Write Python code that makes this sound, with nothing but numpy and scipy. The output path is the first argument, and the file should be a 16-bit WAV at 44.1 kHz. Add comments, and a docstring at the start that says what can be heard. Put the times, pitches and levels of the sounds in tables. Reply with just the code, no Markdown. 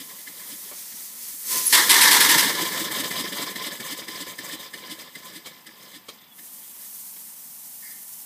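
"""An old upright single-cylinder steam engine idles over, is spun up by eight loud exhaust blasts, and coasts.
Each blast is a turbulent jet filtered by the resonances of the exhaust pipe. The piston pumps air through the
ports, swishing, puffing and thumping ever more slowly; the valve gear clacks and squeals. A leak at the valve
hisses, fades during the coast and returns. The engine's wooden pallet, the ground and a stone wall reflect the
sound, over the low hum of the yard."""
import sys
import numpy as np
from scipy import signal
from scipy.fft import rfft, irfft
from scipy.io import wavfile
from scipy.ndimage import uniform_filter1d, minimum_filter1d

SR = 44100
rng = np.random.default_rng(int(sys.argv[2]) if len(sys.argv) > 2 else 0)


def wav_out(sig):
    """Save sig, one row per channel (or a flat mono array), as 16-bit PCM at SR to the path in sys.argv[1]."""
    wavfile.write(sys.argv[1], SR, np.round(np.clip(np.atleast_2d(sig).T, -1, 1) * 32767).astype(np.int16))


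N = 363825
TIME = np.arange(N) / SR
FREQS = np.maximum(np.arange(N // 2 + 1) * SR / N, 1)
REFERENCE_SPEED = 4  # turns per second

# Broad spectrum of flow through the ports. Each row: frequency in Hz, level in dB.
PORT_SPECTRUM = [(30, -42), (70, -10), (130, -3), (200, 6), (340, -3), (470, 5.5), (750, -5), (1150, 0.5),
                 (1550, -6.5), (1900, 1), (2650, -8), (3300, 4), (4400, -2.5), (5900, -7), (10300, -9),
                 (14500, -6)]
# Resonances of the ports. Each row: frequency in Hz, width in Hz, lift in dB.
PORT_MODES = [(323, 26, 7.7), (1746, 41, 12.3), (2064, 68, 8.2), (2290, 56, 8.1), (3045, 82, 4.6),
              (3510, 31, 1.8), (3660, 140, 1.8), (4010, 34, 4.2), (4900, 82, 11.5), (5278, 48, 11),
              (5750, 65, 2), (6300, 270, 4.9), (7690, 126, 9.6), (8250, 90, 4.6), (8430, 76, 7.6),
              (8960, 100, 5.3), (11530, 63, 5.7), (13700, 300, 2.1)]


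def blasts(thud_db=-33, thud_lag=0.011, thud_width=0.0075, note_db=-17):
    """Sudden pressure release: a thud and a bright crack, then jet noise roars in the resonant pipe."""
    # Each row: start in seconds, crack level in dB, roar level in dB, roar fade in dB per second.
    releases = [(1.724, -11, -13.5, 82), (1.893, -7, -11.5, 46), (2.01, -10, -14.5, 27.5),
                (2.11, -11.5, -13.5, 46), (2.202, -14.5, -15.5, 46), (2.288, -13, -14.5, 62),
                (2.377, -16.5, -16, 131.5), (2.427, -24, -21, 160)]
    # Spectra of the crack and the roar. Each row: frequency in Hz, level in dB.
    crack_spectrum = [(40, -39), (200, -17), (900, -21), (2600, -0.5), (3700, 4), (6500, -6), (8200, 1.5),
                      (13000, 0.5), (15500, -19)]
    roar_spectrum = [(30, -38), (80, -37), (150, -20), (290, -3), (450, -2), (560, -13.5), (780, -2.5),
                     (1150, 2.5), (1500, -4), (2150, 3), (2650, -11.5), (3400, 2.5), (5100, 1.5),
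                     (6600, -2), (15000, -6)]
    # Resonances of the hot exhaust pipe. Each row: frequency in Hz, width in Hz, lift in dB.
    pipe_modes = [(882, 14, 8), (927, 22, 9), (976, 20, 9.5), (994, 10, 15), (1402, 12, 11.5),
                  (1577, 16, 13), (1670, 27, 8.5), (1733, 56, 13.5), (1797, 32, 13), (1917, 36, 11.5),
                  (2025, 20, 7.5), (2110, 61, 7.5), (2880, 50, 11), (3170, 32, 8.5), (3470, 30, 6),
                  (3630, 38, -7), (3760, 20, 3), (3880, 110, 2), (4000, 35, -3), (5330, 20, 2),
                  (5960, 31, 7), (8050, 280, 4.5)]
    crack, roar, thud = np.zeros((3, N))
    for s, crack_db, roar_db, fade_db in releases:
        thud += from_db(thud_db + crack_db) * swell(s + thud_lag, thud_width)
        crack = np.maximum(crack, from_db(crack_db) * burst(s - .001, rise=.0049, hold=.02, fade_db=380))
        roar = np.maximum(roar, from_db(roar_db) * burst(s, rise=.0066, hold=.012, fade_db=fade_db))
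    # the flow eases at dead centre and swells again as the piston gathers speed
    for s, *_ in releases[1:]:
        roar *= from_db(2.1 * swell(s + 0.065, 0.0075) - 1.9 * swell(s - .008, 0.0043))
    steam = crack * noise(colour(crack_spectrum, [(1800, 310, 11.0), (5130, 90, 11.7)]))
    steam += roar * noise(colour(roar_spectrum, pipe_modes))
    steam *= sputter(depth_db=1.5, rate_hz=57)
    return steam + from_db(note_db) * roar * pipe_note() + thud * noise(resonance(45, 45) ** 2)


def first_steam():
    """Flow excites resonators: ahead of the blasts, steam blows through the ports and the pipe sings."""
    # In order: start in seconds, port level in dB, note level in dB, hold in seconds, fade in dB/s.
    opening = (1.5, -36, -32, .065, 120)
    s, port_db, note_db, hold, fade_db = opening
    gust = burst(s, rise=0.03, hold=hold, fade_db=fade_db)
    ports = from_db(port_db) * noise(colour(PORT_SPECTRUM, PORT_MODES))
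    return gust * (ports + from_db(note_db) * pipe_note())


def piston():
    """Flow noise grows with speed: twice a turn, pumped air swishes in the ports and sounds the pipe."""
    # Valve timing, bottom centre at one half. Each row: share of a turn, flow in dB, pipe note in dB.
    valve_timing = [(.02, 1, -6), (.13, -2, 0.5), (.27, 3, 9), (.38, 1.5, 3.5), (.48, 1.5, 4),
                    (.62, -5.5, -3), (.655, 2.5, 6), (.73, 1.5, 4), (.85, -2.5, 2.5), (.945, -9.5, -5)]
    flow_db, note_db = each_turn(valve_timing)
    s, strength_db, speed = crank()
    strength_db = np.interp(TIME, s, strength_db)
    doublings = np.interp(TIME, s, np.log2(speed / REFERENCE_SPEED))
    swish_db = -35 + 10.5 * doublings + strength_db + flow_db
    whistle_db = -45.5 + 12.5 * doublings + strength_db + note_db
    ports = rfft(noise(colour(PORT_SPECTRUM, PORT_MODES)))
    # each group of port resonances flutters on its own; the fine hiss above them wavers more slowly
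    edges_hz = [0, 750, 1500, 2700, 4400, 6000]
    swish = irfft(ports * (FREQS >= edges_hz[-1]), N) * sputter(depth_db=3.0, rate_hz=18)
    for low, high in zip(edges_hz, edges_hz[1:]):
        swish += irfft(ports * (FREQS >= low) * (FREQS < high), N) * sputter(depth_db=2.4, rate_hz=70)
    return from_db(swish_db) * swish + from_db(whistle_db) * pipe_note()


def puffs(widening_exponent=0.29):
    """Trapped air expands at each dead centre; slow strokes leak more and give weaker, longer puffs."""
    # Top centre, then bottom. Each row: air level in dB, pipe bark in dB, width in seconds at the
    # reference speed, speed in turns per second at which half the air leaks away.
    kinds = [(-31.5, -31.5, 0.0045, 2.33), (-26, -37.5, 0.013, 3.34)]
    air, bark = np.zeros((2, N))
    for k, (s, strength_db, speed) in enumerate(zip(*crank())):
        air_db, bark_db, width, leaky_speed = kinds[k % 2]
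        trapped = 1 / (1 + (leaky_speed / speed) ** 2)
        width *= (REFERENCE_SPEED / speed) ** widening_exponent
        opening = from_db(strength_db) * trapped * swell(s, width)
        air += from_db(air_db) * opening
        bark += from_db(bark_db) * opening
    pipe = resonance(1784, 136) ** 2 + 0.85 * resonance(2043, 105) ** 2
    spit = colour([(30, -34), (70, -23), (200, 4.0), (700, -17), (2600, -5), (3400, 5.5), (6200, -7.0),
                   (8500, -2.5), (15000, -5.5)], PORT_MODES)
    return air * noise(spit) + bark * noise(pipe)


def thumps(width=.011, note_hz=300, glide_hz_per_s=1500, detuning=.06, db_per_doubling=7.3):
    """Cavity resonance: at dead centre, turbulence and a note rising as the piston shrinks the space."""
    # Top centre, then bottom. Each row: note and rumble levels in dB at the reference speed,
    # lag in seconds, advance in seconds for each turn per second.
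    kinds = [(-42, -44, .027, .0065), (-33.5, -43, .012, .001)]
    note, rumble = np.zeros((2, N))
    for k, (s, strength_db, speed) in enumerate(zip(*crank())):
        note_db, rumble_db, lag, advance = kinds[k % 2]
        peak = s + lag - advance * speed
        start_cycles, detune = rng.uniform(-1.08, 1, 2)
        if speed > .9:  # any slower and no pressure builds up
            near = around(peak, width)
            age = TIME[near] - peak
            push_db = strength_db + db_per_doubling * np.log2(speed / REFERENCE_SPEED)
            push = from_db(push_db) * swell(peak, width)[near]
            hz = note_hz * (1 + detuning * detune)
            cycles = start_cycles + hz * age + .5 * glide_hz_per_s * age ** 2
            note[near] += from_db(note_db) * push * np.sin(2 * np.pi * cycles)
            rumble[near] += from_db(rumble_db) * push
    hollow = colour([(40, -40), (100, -22), (180, -4), (320, -7.5), (480, -11), (700, -32), (2000, -50)])
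    return note + rumble * noise(hollow)


def escaping_steam(leak_rush_db=-12.5):
    """Jet noise: the valve leak hisses, the open throttle adds a broad rush, a gland seeps steadily."""
    # Flow through the leak and the throttle. Each row: time in seconds, level in dB.
    leak_curve = [(0, -41), (.15, -41), (.5, -38.5), (1.0, -39), (1.41, -34.5), (1.51, -28), (1.72, -29),
                  (2.6, -36.5), (4.0, -51), (6.27, -63), (6.36, -47), (6.47, -40), (6.66, -41.5),
                  (6.85, -37.5), (7.5, -39), (8.25, -37.5)]
    throttle_curve = [(0, -45.5), (.6, -44.5), (.76, -39), (1.05, -42), (1.28, -39), (1.39, -48),
                      (1.46, -34.5), (1.52, -22.5), (1.63, -26), (1.72, -25.5), (2.3, -32), (2.58, -64),
                      (4.5, -87)]
    # Spectra of the thin hiss and the broad rush. Each row: frequency in Hz, level in dB.
    leak_spectrum = [(880, -55), (1500, -20), (2250, -30), (3230, -19.5), (5940, -9), (7570, -6),
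                     (11000, -2), (14100, -0.5), (15200, -1)]
    rush_spectrum = [(40, -32), (100, -25), (200, -14), (480, -8), (650, -25), (950, -13), (1550, -12),
                     (1900, -3), (2700, -7.5), (5200, 0.5), (11000, 1.5), (15000, -1)]
    leak_db = np.interp(TIME, *np.transpose(leak_curve))
    throttle_db = np.interp(TIME, *np.transpose(throttle_curve))
    leak = from_db(leak_db) * noise(colour(leak_spectrum, [(8500, 150, 5.7), (11200, 130, 3)]))
    flow = np.hypot(from_db(throttle_db), from_db(leak_db + leak_rush_db))  # the powers add
    rush_modes = [(1303, 19, 8.4), (4450, 60, 2.8), (5550, 120, 2.2), (6270, 60, 6.4)]
    rush = flow * noise(colour(rush_spectrum, rush_modes))
    seep = from_db(-58.0) * noise(resonance(13600, 2500) ** 2)
    return (leak + rush) * sputter(depth_db=1.0, rate_hz=15) + seep


def knocks():
    """Impact excitation: the valve gear clacks as it reverses, and other sharp blows ring the iron frame; a
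    softer blow is duller. At 2.49 s a bright, sharp spit of steam cracks with the same hard timbre."""
    # Each row: start in seconds, level in dB, hardness as a cut-off in Hz.
    impacts = [(0.71, -43.5, 1490), (1.552, -40, 600), (2.352, -31, 450), (2.491, -29.5, 9000),
               (4.987, -47, 7900), (5.254, -48, 8000), (5.458, -37, 9500), (6.083, -38, 9050),
               (7.158, -54.5, 3500)]
    # Resonances of the frame. Each row: frequency in Hz, width in Hz, lift in dB.
    frame_modes = [(466, 29, 11.5), (1160, 71, 10.5), (1750, 70, 10), (1930, 70, -5), (2256, 81, 16),
                   (3200, 120, 14.5), (3760, 130, 13.5), (4180, 90, 12), (5170, 81, 2), (7154, 150, 3)]
    body = colour([(30, -36), (90, -10.5), (250, -0.5), (700, -3), (1500, -8.5), (4000, -6),
                   (7000, -4.0), (15000, -8)], frame_modes)
    out = np.zeros(N)
    for s, db, hardness_hz in impacts:
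        force = from_db(db) * burst(s, rise=0.0035, hold=0.011, fade_db=700)
        out += force * noise(body / np.sqrt(1 + (FREQS / hardness_hz) ** 4))
    return out * sputter(depth_db=3.0, rate_hz=480)


def squeals():
    """Narrow-band oscillation: gaps in the valve gear sing briefly, most gliding up or down in pitch."""
    # Each row: peak time and width in seconds, pitch in Hz, glide in Hz/s, bandwidth in Hz, level in dB.
    chirps = [(1.677, 0.012, 10480, -45000, 693, -18), (6.101, 0.0098, 4654, 0, 50, -46),
              (6.24, 0.031, 3530, -1200, 220, -57), (6.323, 0.014, 3400, -500, 39.6, -53.5),
              (7.89, 0.032, 4920, 1003, 100, -54), (7.93, 0.027, 3910, 1798, 109, -58)]
    out = np.zeros(N)
    for s, width, hz, glide, band_hz, db in chirps:
        waver = noise(1 / (1 + (2 * FREQS / band_hz) ** 2))
        phase = 2 * np.pi * np.cumsum(hz + glide * (TIME - s)) / SR
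        out += from_db(db) * swell(s, width) * waver * np.sqrt(2) * np.sin(phase)
    return out


def last_sigh(level_db=-49):
    """Pipe resonance: on the slowest turn the port opens gently and the pipe sounds for longer."""
    pipe = resonance(1810, 160) ** 2 + resonance(2070, 150) ** 2
    return from_db(level_db) * burst(7.82, rise=.01, hold=.05, fade_db=100) * noise(pipe)


def pipe_note():
    """A sharp resonance narrows turbulence to the exhaust pipe's breathy note; rms 1."""
    return noise(resonance(1028, 24) ** 2)


def beside_wall(x):
    """Early reflections off pallet, ground and wall join the direct sound, with a faint diffuse tail."""
    # Each row: delay in seconds, gain as a ratio.
    echoes = [(.00345, 0.1), (.0054, 0.18), (.0071, 0.11), (.0084, 0.13), (0.0116, .1), (0.0159, 0.13)]
    near = sum(gain * np.interp(TIME - delay, TIME, x, left=0) for delay, gain in echoes)
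    tail = rng.standard_normal(N) * burst(0.016, rise=0.022, hold=0.012, fade_db=195)
    return x + near + from_db(-20) * signal.fftconvolve(x, tail / np.linalg.norm(tail))[:N]


def yard(level_db=-58):
    """Ambient noise: a steady hum with most of its power at low frequencies."""
    # Each row: frequency in Hz, level in dB.
    spectrum = [(25, -46), (60, -19), (120, -7), (210, 4), (400, -14.5), (600, -9), (950, -3),
                (1500, -11.5), (3000, -9), (15000, -50)]
    return from_db(level_db) * noise(colour(spectrum))


def crank():
    """Rotation sets the rhythm: time, strength and turns per second at top and bottom centre in turn."""
    # Each row: time in seconds, strength in dB relative to what the speed alone gives.
    top_centres = [(-.3, 0), (.277, 0), (.929, -5), (1.725, -1), (2.012, 1), (2.204, 1.5), (2.379, 4.5),
                   (2.552, 0.5), (2.725, -1), (2.915, 0.5), (3.112, 1.5), (3.328, 0.5), (3.561, 0.5),
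                   (3.805, -0.5), (4.086, 0), (4.391, 0), (4.741, -1), (5.158, 0), (5.672, -1),
                   (6.393, -3.5), (7.86, -8)]
    bottom_centres = [(.008, 0), (.523, 0.5), (1.335, -9), (1.895, 5), (2.102, 2.5), (2.29, -0.5),
                      (2.465, -0.5), (2.622, 0.5), (2.813, -0.5), (3.004, 1), (3.205, 1), (3.427, 0.5),
                      (3.671, -0.5), (3.923, -0.5), (4.215, -1), (4.535, 0.5), (4.919, 0), (5.363, -1.5),
                      (5.956, -1), (6.84, -1.5), (9.3, -4)]
    s, strength_db = np.reshape(list(zip(top_centres, bottom_centres)), (-1, 2)).T
    tops = s[::2]
    mid_turns = (tops[1:] + tops[:-1]) / 2
    return s, strength_db, np.interp(s, mid_turns, 1 / np.diff(tops))


def each_turn(rows):
    """Periodicity in crank angle: a pattern stretches over every turn, however long it takes."""
    share, *columns = np.transpose(rows)
    s, _, _ = crank()
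    turns = np.interp(TIME, s, np.arange(len(s)) / 2)
    return [np.interp(turns, share, column, period=1) for column in columns]


def from_db(db):
    """Decibels to amplitude gain."""
    return 10 ** (np.asarray(db) / 20)


def resonance(hz, width_hz):
    """Frequency response of a damped oscillator, 1 at its peak."""
    return 1 / (1 + 1j * (FREQS ** 2 - hz ** 2) / (FREQS * width_hz))


def noise(response):
    """Source and filter: white noise heard through a frequency response; rms 1."""
    x = irfft(rfft(rng.standard_normal(N)) * response, N)
    return x / np.sqrt(np.mean(x ** 2) + 1e-20)


def colour(spectrum, modes=()):
    """A broad spectrum of (Hz, dB) points, shaped by resonances of (Hz, width in Hz, lift in dB)."""
    hz, db = np.transpose(spectrum)
    lift = sum((from_db(2 * lift_db) - 1) * abs(resonance(f, w)) ** 2 for f, w, lift_db in modes)
    return from_db(np.interp(np.log(FREQS), np.log(hz), db)) * np.sqrt(np.maximum(1 + lift, .1))


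def sputter(depth_db, rate_hz):
    """Random amplitude modulation, as in a wet jet; a gain."""
    return from_db(depth_db * noise(1 / (1 + (FREQS / rate_hz) ** 2)))


def around(s, width):
    """The samples within five widths of a moment."""
    return slice(*np.searchsorted(TIME, [s - 5 * abs(width), s + 5 * abs(width)]))


def swell(s, width):
    """A Gaussian envelope, with centre and width in seconds."""
    out, near = np.zeros(N), around(s, width)
    out[near] = np.exp(-.5 * ((TIME[near] - s) / width) ** 2)
    return out


def burst(s, rise, hold, fade_db):
    """A linear rise, then exponential decay at fade_db per second from hold seconds after the start."""
    age = TIME - s
    return np.clip(age / rise, 0, 1) * from_db(-np.clip(fade_db * (age - hold), 0, 200))


def scene():
    """Superposition: the engine, its reflections and the yard add up, alike in both channels."""
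    steam = escaping_steam() + first_steam() + blasts() + last_sigh()
    motion = piston() + puffs() + thumps() + knocks() + squeals()
    background = yard()
    return np.tile(beside_wall(steam + motion) + background, (2, 1))


def record(dry):
    """Band and peak limiting: the deep bass is thinned, the loudest blasts held down, the top cut."""
    low_cut_hz, high_cut_hz = 61, 15300
    ceiling, window = .8, int(.006 * SR)
    dry = signal.sosfilt(signal.butter(1, low_cut_hz, "high", fs=SR, output="sos"), dry)
    allowed = np.minimum(1, ceiling / (abs(dry).max(axis=0) + 1e-9))
    gain = uniform_filter1d(minimum_filter1d(allowed, size=2 * window), size=window)
    return signal.sosfilt(signal.ellip(12, .1, 90, high_cut_hz, fs=SR, output="sos"), gain * dry)


dry = scene()
out = record(dry)
wav_out(out)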